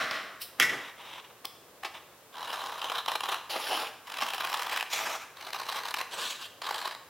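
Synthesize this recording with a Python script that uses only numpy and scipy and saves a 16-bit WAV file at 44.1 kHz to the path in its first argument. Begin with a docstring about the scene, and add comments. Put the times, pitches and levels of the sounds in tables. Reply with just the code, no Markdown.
"""Scissors cutting stiff paper

Close up, over a wooden table in a small, quiet room. The sheet is swung round, and the scissors are picked
up with a ringing clack and set to its edge. Four closing strokes crunch through the fibres in short
spurts; between strokes the blades open and slide forward along the cut."""
import sys
import numpy as np
from scipy import signal
from scipy.fft import rfft, irfft, next_fast_len
from scipy.io import wavfile
from scipy.ndimage import uniform_filter1d, map_coordinates

SR = 44100
rng = np.random.default_rng(int(sys.argv[2]) if len(sys.argv) > 2 else 0)


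def transcribe(u):
    """Save the signal u as a 16-bit wav file named by the first command-line argument.

    u: samples, shape (n,) or (channels, n), limited to [-1, 1]; the rate is SR.
    q: integer samples, one column per channel.
    """
    v = np.clip(np.atleast_2d(u).T, -1, 1)
    q = np.round(v * 32767).astype(np.int16)
    wavfile.write(sys.argv[1], SR, q)


N = 312845
TIME = np.arange(N) / SR


def amp(db):
    """Decibels to gain."""
    return 10 ** (np.asarray(db) / 20)


def unit(x):
    """Scale to rms 1."""
    return x / np.sqrt(np.mean(x ** 2) + 1e-20)


def along(points, hz):
    """Read (f/Hz, value) points on a log frequency axis."""
    f, values = np.transpose(points)
    return np.interp(np.log(hz + 1), np.log(f + 1), values)


def gains(rows):
    """One gain envelope for each dB column, silent outside the rows' time span."""
    times, *columns = np.transpose(rows)
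    return [amp(np.interp(TIME, times, db)) * (TIME >= times[0]) * (TIME <= times[-1]) for db in columns]


def wobble(rate):
    """A smooth random curve, rate knots a second."""
    return map_coordinates(rng.standard_normal(int(N * rate / SR) + 4), [TIME * rate])


def blow(peak, rise, decay):
    """Envelope that swells up to its peak time, then falls 60 dB in decay seconds."""
    return np.exp(np.maximum(np.minimum((TIME - peak) / rise, (peak - TIME) * np.log(1000) / decay), -20))


def contact(start, end, growth_db, attack, release):
    """Envelope of a push: it sets in, ramps by growth_db while held and dies away after the end."""
    progress = np.clip((TIME - start) / (end - start), 0, 1)
    onset = 1 - np.exp(-np.maximum(TIME - start, 0) / attack)
    fade = np.exp(-np.clip((TIME - end) / release, 0, 20))
    return onset * fade * amp(growth_db * (progress - .5))


def swells(rows, lean=0.49):
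    """Envelope of brief swells (t/s, level/dB, length/s) that start faster than they stop."""
    power = np.zeros(N)
    for centre, db, length in rows:
        near = slice(max(round(centre * SR) - SR // 20, 0), round(centre * SR) + SR // 20)
        offset = (TIME[near] - centre) / length
        skewed = offset / (1 + lean * np.sign(offset))
        power[near] += (amp(db) * 2 ** (-2 * skewed ** 2)) ** 2
    return np.sqrt(power)


def filtered(x, response):
    """Filter x by a complex response of frequency."""
    size = next_fast_len(N + SR // 2)
    return irfft(rfft(x, size) * response(np.fft.rfftfreq(size, 1 / SR)), size)[..., :N]


def coloured(x, points, size=4096):
    """Minimum-phase EQ of unit energy, falling 10 dB an octave beyond its (f/Hz, level/dB) points."""
    hz = np.fft.rfftfreq(size, 1 / SR) + 1
    octaves_beyond = np.abs(np.log2(hz / np.clip(hz, points[0][0], points[-1][0])))
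    cepstrum = irfft(np.log(amp(along(points, hz) - 10 * octaves_beyond)))
    cepstrum[1:size // 2] *= 2
    cepstrum[size // 2 + 1:] = 0
    pulse = irfft(np.exp(rfft(cepstrum)))
    return signal.oaconvolve(x, pulse / np.linalg.norm(pulse))[:N]


def resonances(x, modes):
    """Ring x through resonances (f/Hz, width/Hz, level/dB) of unit total energy."""
    def response(f):
        bank = sum(amp(db) * 1j * f * width / (hz * hz - f * f + 1j * f * width) for hz, width, db in modes)
        return bank / np.sqrt(np.mean(np.abs(bank) ** 2))
    return filtered(x, response)


def stereo(mid, scattered, width):
    """Left and right hear nearly the same; scattered sound sets them apart."""
    side = filtered(scattered, lambda hz: amp(along(width, hz)))
    return np.array([mid + side, mid - side])


def room_tone(level_db=-56):
    """The faint, steady hush of the room, in stereo."""
    # colour of the hush: f/Hz, level/dB
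    colour = [(30,-19),(55,-18),(80,-3.5),(115,-2),(220,-4),(530,3),(800,-2),(1100,-1),(1400,-5),(2400,-10),(3900,-11),(4400,-13.5),(7000,-16.5),(15800,-14.5)]
    # its stereo width: f/Hz, side over mid/dB
    width = [(40,-31),(150,-14),(500,-13.5),(1000,-14),(2000,-4.5),(4000,-3.5),(7000,2.5),(11000,-54)]
    mid, side = (amp(level_db) * unit(coloured(rng.standard_normal(N), colour)) for _ in range(2))
    return stereo(mid, side, width)


def room_echo(x, predelay_s=.005):
    """The walls answer; each frequency dies at its own speed."""
    # reverb time: f/Hz, t60/s
    decays = [(200,0.33),(600,0.48),(1500,0.78),(3700,0.55),(7000,0.59),(14000,0.41)]
    hz, t, noise = signal.stft(rng.standard_normal(SR * 3 // 4), SR, nperseg=256)
    fade = np.exp(-np.log(1000) * t / along(decays, hz)[:, None])
    tail = signal.istft(noise * fade, SR, nperseg=256)[1]
    tail = np.pad(tail, (int(predelay_s * SR), 0))
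    return signal.fftconvolve(x, tail / np.linalg.norm(tail))[:N]


def table_scatter(x, size=256):
    """Reflections off the table top scramble the phase."""
    lag = np.pi * np.cumsum(rng.random(size // 2 + 1))
    return signal.oaconvolve(x, irfft(np.exp(-1j * lag)))[:N]


def fibres(rate, spread_db):
    """Tiny random snaps, rate a second, at rms 1."""
    chance, size, sign = rng.random(N), rng.standard_normal(N), rng.choice([-1, 1], N)
    return unit((chance < rate / SR) * sign * amp(spread_db * np.clip(size, -2, 2)))


def shifting(x, patchy_db=2.5):
    """The contact travels across the sheet, so each moment favours other resonances."""
    spectra = signal.stft(x, nperseg=256)[2]
    patches = uniform_filter1d(rng.standard_normal(spectra.shape), size=4, axis=0)
    patches = uniform_filter1d(patches, size=12, axis=1)
    return signal.istft(spectra * unit(amp(patchy_db * unit(patches))), nperseg=256)[1][:N]


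def rubbing(envelopes, colour, rate, spread_db, judder_db, split_hz=2100):
    """A sliding contact plucks the paper grain: the sheet sounds below the split, the scrape above."""
    grain = coloured(fibres(rate, spread_db) * amp(judder_db * wobble(110)), colour)
    low = filtered(grain, lambda hz: 1 / (1 + (hz / split_hz) ** 6))
    sheet, scrape = envelopes
    return sheet * unit(low) + scrape * unit(grain - low)


def sheet_swing(attack_s=0.0013, flutter_fade_s=.11, hiss_fade_s=0.084):
    """The sheet swings round in two flaps and comes to rest."""
    # flaps: start/s, end/s, flutter/dB, surface hiss/dB
    flaps = [(0, 0.014, -33, -36.5), (0.11, 0.154, -38, -41.5)]
    # colour of the flapping sheet: f/Hz, level/dB
    colour = [(130, -15), (300, -9.5), (400, -10.5), (660, 0), (950, -8.5), (1100, 2.5), (2000, 2.5),
              (2400, -1.5), (3950, -4), (4900, -12), (5400, -7.5), (6200, -16.5), (8000, -22.5),
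              (15800, -27)]
    envelopes = [[amp(flutter_db) * contact(start, end, 0, attack_s, flutter_fade_s),
                  amp(hiss_db) * contact(start, end, 0, attack_s, hiss_fade_s)]
                 for start, end, flutter_db, hiss_db in flaps]
    return rubbing(np.linalg.norm(envelopes, axis=0), colour, rate=7200, spread_db=2, judder_db=-0.2)


def grazing():
    """The open blades brush the paper's edge."""
    # grazes: start/s, end/s, sheet/dB, scrape/dB, growth/dB
    grazes = [(0.78, .9, -50.5, -49.5, 4), (0.977, 1.202, -52, -50, 4.5), (1.241, 1.249, -52.5, -49, 4),
              (1.296, 1.312, -53, -58, 2), (1.94, 1.98, -49, -48, -7)]
    # colour of the brushed edge: f/Hz, level/dB
    colour = [(200,-10),(450,-5),(1000,8.5),(1900,-6),(3000,-5),(3800,-6),(4300,-20),(5600,-19),(6800,-26.5),(15000,-32)]
    brush = sum(amp([[sheet], [scrape]]) * contact(start, end, growth, attack=0.0039, release=0.0038)
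                for start, end, sheet, scrape, growth in grazes)
    return rubbing(brush, colour, rate=3700, spread_db=3.0, judder_db=1.5)


def touches():
    """Steel and fingers lightly tap the sheet and scrape its surface."""
    # contacts: t/s, tap/dB, scrape/dB, fizz/dB, rise/s, t60/s
    contacts = [(.111,-30,-28.5,-43,0.0005,0.018),(0.418,-65,-38.5,-36,0.006,0.16),(1.449,-36.5,-47,-56,0.0027,0.035),(1.454,-60,-29,-33,0.00091,0.012),
                (1.836,-32.5,-46,-51,0.0031,.018),(1.849,-29.5,-37.5,-51,0.002,0.095),(4.221,-25,-33.5,-45,0.0013,0.076)]
    # the tapped sheet, a steel edge flicking it and the fizz on top: f/Hz, level/dB
    tap_colour = [(100,-41),(330,-11.5),(520,-15.5),(810,0.5),(950,-10),(1130,0),(1500,-11.5),(2400,-8),(3500,-17)]
    scrape_colour = [(1500,-30),(2700,-2),(3300,-2),(3800,-1),(4500,-4),(5250,-1),(6300,-15),(10000,-30)]
    fizz_colour = [(4500,-66),(8000,-5),(9500,-5),(11000,-1.5),(12400,-2),(13800,-2),(15800,-2)]
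    forces = sum(amp([[tap], [scrape], [fizz]]) * blow(at, rise, decay)
                 for at, tap, scrape, fizz, rise, decay in contacts)
    return sum(coloured(force * fibres(rate=13000, spread_db=0), colour)
               for force, colour in zip(forces, (tap_colour, scrape_colour, fizz_colour)))


def pick_up(clatter_db=-1, ring_db=-17, strike_db=4.5, strike_click_db=-3, blade_lag_s=0.0011):
    """Handles and blades strike and chatter as they leave the table; the steel rings on."""
    # knocks: t/s, clatter/dB, steel click/dB, t60/s
    knocks = [(0.5997,-11,-13,0.017),(0.606,-17,-33,0.082),(0.616,-26,-41,0.056),(0.6232,-20.5,-27,0.11),(0.652,-37,-36,0.059),(0.694,-30,-47,0.12)]
    # ringing modes of the steel: f/Hz, level/dB, t60/s
    modes = [(1370,-13,.6),(1778,-14,.7),(1876,-8,.4),(1929,-5,.4),(1969,0,.33),(2160,-10,.4),(2199,-9,.5),(2308,-3,.3),(2715,-12,.4),(3118,-6,.15),(3865,-17,.3),(5335,-10,.18)]
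    # clattering handles and clicking blades: f/Hz, level/dB
    clatter_colour = [(900,-32),(1350,-7),(1700,-8),(1980,0.5),(2300,-4),(2550,-10),(3150,-7),(3700,-16),(4600,-22.5)]
    click_colour = [(2400,-15.5),(3200,10.5),(3900,-4.5),(4600,-5),(5400,3.5),(6300,-10.5),(7000,-11),(9000,-19.5),(11300,-8.5),(12500,-14),(15800,-21)]
    t = TIME[:SR]
    ring = sum(amp(db) * np.exp(-np.log(1000) * t / t60) * np.sin(2 * np.pi * hz * t)
               for hz, db, t60 in modes)
    steel = np.zeros(N)
    for at, db, _, _ in knocks:
        steel[round(at * SR):][:SR] += amp(db + ring_db) * ring
    forces = sum(amp([[clatter], [click]]) * blow(at, 0.00053, decay) for at, clatter, click, decay in knocks)
    handles, blades = forces * fibres(rate=23000, spread_db=3)
    # the first contact is one hard blow: the handles land just before the blades
    first = knocks[0][0]
    handles[round(first * SR)] += amp(strike_db)
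    blades[round((first + blade_lag_s) * SR)] += amp(strike_click_db)
    clack = amp(clatter_db) * coloured(handles, clatter_colour) + coloured(blades, click_colour)
    return filtered(steel + clack, lambda hz: (1j * hz / (1j * hz + 150)) ** 2)  # the clack and ringing carry no bass


def table_bumps():
    """The wood answers the hand and scissors with dull bumps."""
    # bumps: t/s, level/dB, rise/s, t60/s
    bumps = [(0.601,-34,0.0064,0.48),(0.738,-37,0.02,0.26)]
    # body of the table: f/Hz, level/dB
    wood = [(25,-42),(55,-38),(115,-10),(175,-6),(250,-6.5),(330,-3.5),(520,-4.5),(800,-6),(1500,-3.5)]
    push = sum(amp(db) * blow(at, rise, decay) for at, db, rise, decay in bumps)
    return coloured(push * rng.standard_normal(N), wood)


def sliding(level_db=-1.18):
    """The blades open and rub forward between the cut edges."""
    # one envelope per slide: t/s, sheet/dB, scrape/dB
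    slides = [
        [(3.49, -61, -65), (3.5, -40, -34), (3.556, -28, -36.5), (3.608, -41.5, -39.5), (3.752, -30, -33),
         (3.768, -46, -39), (3.776, -30.5, -35.5), (3.884, -42, -44), (3.91, -53, -66)],
        [(4.9, -54, -45), (4.932, -37.5, -32), (4.99, -36.5, -35.5), (5.154, -40, -39.5), (5.192, -53, -55),
         (5.216, -49, -47.5), (5.27, -52, -56)],
        [(6.11, -52, -47), (6.142, -36.5, -38), (6.168, -42, -45), (6.196, -36.5, -33.5), (6.334, -50, -37.5),
         (6.386, -57, -54), (6.41, -45, -41), (6.464, -53, -44), (6.48, -56, -68)],
    ]
    # one colour per slide: f/Hz, level/dB
    colours = [
        [(130, -45), (300, -13.5), (660, -6), (820, 0.5), (2000, -13.5), (3100, -5.5), (4400, -12.5),
         (5400, -13.5), (6200, -22), (7000, -20), (8000, -30), (10700, -17), (12200, -25), (15800, -26)],
        [(130, -22), (530, -4), (660, 1), (1100, 3.5), (2000, -3), (2400, -1.5), (2800, -5.5), (3500, -5.5),
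         (4400, -11.5), (5400, -10), (7000, -12), (8000, -19.5), (13800, -20.5), (15800, -25)],
        [(130, -23), (530, -4.5), (660, -7.5), (1100, 4), (1300, -4.5), (1600, 1), (2000, -10.5), (2800, -2),
         (3900, -3.5), (6200, -14.5), (8000, -14), (9200, -21), (10700, -17.5), (12200, -23), (15800, -23)],
    ]
    rub = sum(rubbing(gains(rows), colour, rate=8000, spread_db=3.5, judder_db=1.5)
              for rows, colour in zip(slides, colours))
    return amp(level_db) * shifting(rub)


def bites(count=400, per_second=42, jitter=.22, length_s=.004, spread_db=1.5):
    """Envelope of thin fibre bunches giving way at an uneven pace."""
    late, size, stretch = rng.standard_normal((count, 3)).T
    times = (np.arange(count) + 1 + jitter * late) / per_second
    return swells(zip(times, spread_db * size, length_s * np.exp(0.18 * stretch)))


def cutting(blade_db=-9, judder_db=3.0, jam_db=-27, jump_rasp_db=2.5, tip_flex_db=5.5, tip_s=0.094):
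    """Fibres snap between the closing blades, steadily and in spurts, and shake the sheet."""
    # strokes: start/s, end/s, attack/s, crackle/dB, growth/dB, then over the crackle: flex/dB,
    # rasp/dB, bites/dB
    strokes = [(2.322, 3.373, 0.039, -42, 0.5, -12, -5.5, 2.5),
               (4.041, 4.793, 0.059, -42.5, 2, -5, -3.5, 7.5),
               (5.353, 6.015, 0.033, -45.5, 5, -6, -4.5, 7.5),
               (6.614, 6.921, 0.029, -42.5, -9.5, -8, -5, 5.5)]
    # the blades jump through thick bunches of fibres: t/s, level/dB, length/s
    spurts = [(2.504, -34, 0.0033), (2.533, -35.5, 0.016), (2.661, -35.5, 0.0049), (2.817, -34.5, 0.003),
              (2.844, -33, 0.0064), (2.899, -30, 0.0033), (2.919, -29, 0.0047), (2.953, -32, 0.0084),
              (2.984, -32.5, 0.0096), (3.061, -30.5, 0.0019), (3.082, -28, 0.0059), (3.094, -37, 0.0065),
              (3.118, -30.5, 0.0047), (3.155, -25, 0.0046), (3.207, -24.5, 0.0017), (3.236, -31, 0.005),
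              (3.257, -31, 0.0032), (3.289, -29.5, 0.0074), (3.321, -30, 0.011), (3.344, -26.5, 0.003),
              (4.206, -35.5, 0.0031), (4.338, -36, 0.003), (4.405, -35.5, 0.0074), (4.448, -33, .004),
              (4.529, -31, 0.0034), (4.542, -30.5, .007), (4.622, -30, 0.002), (4.724, -33.5, 0.0059),
              (4.74, -36.5, .007), (4.762, -30, 0.0026), (4.809, -30.5, 0.0025), (4.827, -28.5, 0.0014),
              (5.532, -34, .004), (5.545, -38, 0.0053), (5.599, -34, 0.0044), (5.689, -32.5, 0.0063),
              (5.725, -33, 0.0062), (5.769, -36.5, 0.012), (5.785, -38.5, .009), (5.885, -37, 0.0051),
              (5.942, -26, 0.0035), (5.968, -35.5, .006), (5.987, -34, 0.0079), (6.013, -29, .003),
              (6.619, -35, 0.0044), (6.709, -31.5, 0.0044), (6.745, -32, 0.0033), (6.781, -34, 0.0034),
              (6.816, -37, 0.004), (6.855, -34, 0.0065), (6.876, -32.5, 0.0043), (6.949, -38.5, 0.0021)]
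    # jammed blades duck the crackle (only rows with end after start act): start/s, end/s
    jams = [(3.012, 3.078), (3.166, 3.24), (4.179, 4.05), (4.503, 4.43), (4.788, 4.5), (5.508, 5.528),
            (5.918, 6), (6.79, 6.7)]
    # the sheet crunching around the cut, its flexing, and one edge rasp per stroke: f/Hz, level/dB
    crunch_colour = [(100,-33.5),(230,-28.5),(400,-15.5),(520,-12),(650,-8),(850,-1.5),(1080,1),(1300,-5),(1700,-10),(2300,-23),(4000,-69)]
    flex_colour = [(1000,-33),(1600,5.5),(2100,1),(2600,1),(3500,-6.5)]
    rasp_colours = [
        [(1600, -31), (2400, -6), (3100, 2), (3500, -1.5), (3950, 0.5), (4400, -13), (4900, -9.5), (5400, -9.5),
         (6200, -15), (7000, -16), (8000, -19.5), (9200, -19.5), (10700, -18), (13800, -29), (15800, -27)],
        [(1600, -40), (2400, 0), (3100, 2.5), (3500, -1.5), (3950, -12), (4400, -10), (4900, -7), (5400, -6),
         (6200, -14), (7000, -13.5), (8000, -16.5), (10700, -16.5), (12200, -16), (13800, -20), (15800, -18)],
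        [(1600, -12), (2400, -4.5), (3100, -4), (3500, -4.5), (3950, -0.5), (4400, -3.5), (4900, -6),
         (5400, -9.5), (6200, -9.5), (7000, -19), (8000, -16), (10700, -19.5), (12200, -19), (13800, -17),
         (15800, -29)],
        [(1600, -29), (2400, -24), (2800, -8), (3100, 1), (3500, -2), (3950, 0), (4400, -1), (4900, -4),
         (5400, -11), (6200, -13), (7000, -13.5), (9200, -16.5), (12200, -22), (13800, -19), (15800, -33)],
    ]
    # the blades sing faintly as fibres snap on their edges: f/Hz, width/Hz, level/dB
    blade_modes = [(3980,160,0),(10800,700,-14),(13800,600,-13)]
    stick_slip = unit(amp(judder_db * wobble(170)))
    moving = amp(jam_db * sum((TIME > start) & (TIME < end) for start, end in jams))
    thick, thin = swells(spurts), bites()
    snaps = lambda: fibres(rate=5500, spread_db=5.0)
    tearing = snaps()
    body, bend, edge, rasping = np.zeros((4, N))
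    for stroke, colour in zip(strokes, rasp_colours):
        start, end, attack, db, growth_db, flex_db, rasp_db, bite_db = stroke
        push = amp(db) * contact(start, end, growth_db, attack, release=0.011) * moving
        steady = push * stick_slip
        jumps = np.hypot(amp(bite_db) * push * thin, thick * (TIME > start) * (TIME < end + .5))
        crunch = np.hypot(steady, jumps)
        rasp = amp(rasp_db) * np.hypot(steady, amp(jump_rasp_db) * jumps)
        # the sheet bends more as the cut runs out to the blade tips
        near_tips = np.exp(np.clip((TIME - end) / tip_s, -20, 0))
        bend += crunch * amp(flex_db + tip_flex_db * near_tips)
        body += crunch
        edge += rasp
        rasping += coloured(tearing * rasp, colour)
    sheet = coloured(snaps() * body, crunch_colour) + coloured(snaps() * bend, flex_colour)
    return sheet + shifting(rasping) + amp(blade_db) * resonances(snaps() * edge, blade_modes)


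def scene(echo_db=-8, scatter_db=-2):
    """The close handiwork in a narrow stereo image, with its echo and the room tone."""
    # stereo width of the handiwork: f/Hz, side gain/dB
    width = [(30,-18),(150,-19),(500,-26),(1000,-32),(2000,-22),(4000,-15),(7000,-13.5),(12000,-12.5)]
    work = cutting() + sliding() + sheet_swing() + grazing() + touches() + pick_up() + table_bumps()
    mid = work + amp(echo_db) * room_echo(work)
    scattered = amp(scatter_db) * table_scatter(work) + amp(echo_db) * room_echo(work)
    return stereo(mid, scattered, width) + room_tone()


def record(dry):
    """A brick-wall low-pass takes off the very top of the treble."""
    return filtered(dry, lambda hz: hz < 15950)


dry = scene()
out = record(dry)
transcribe(out)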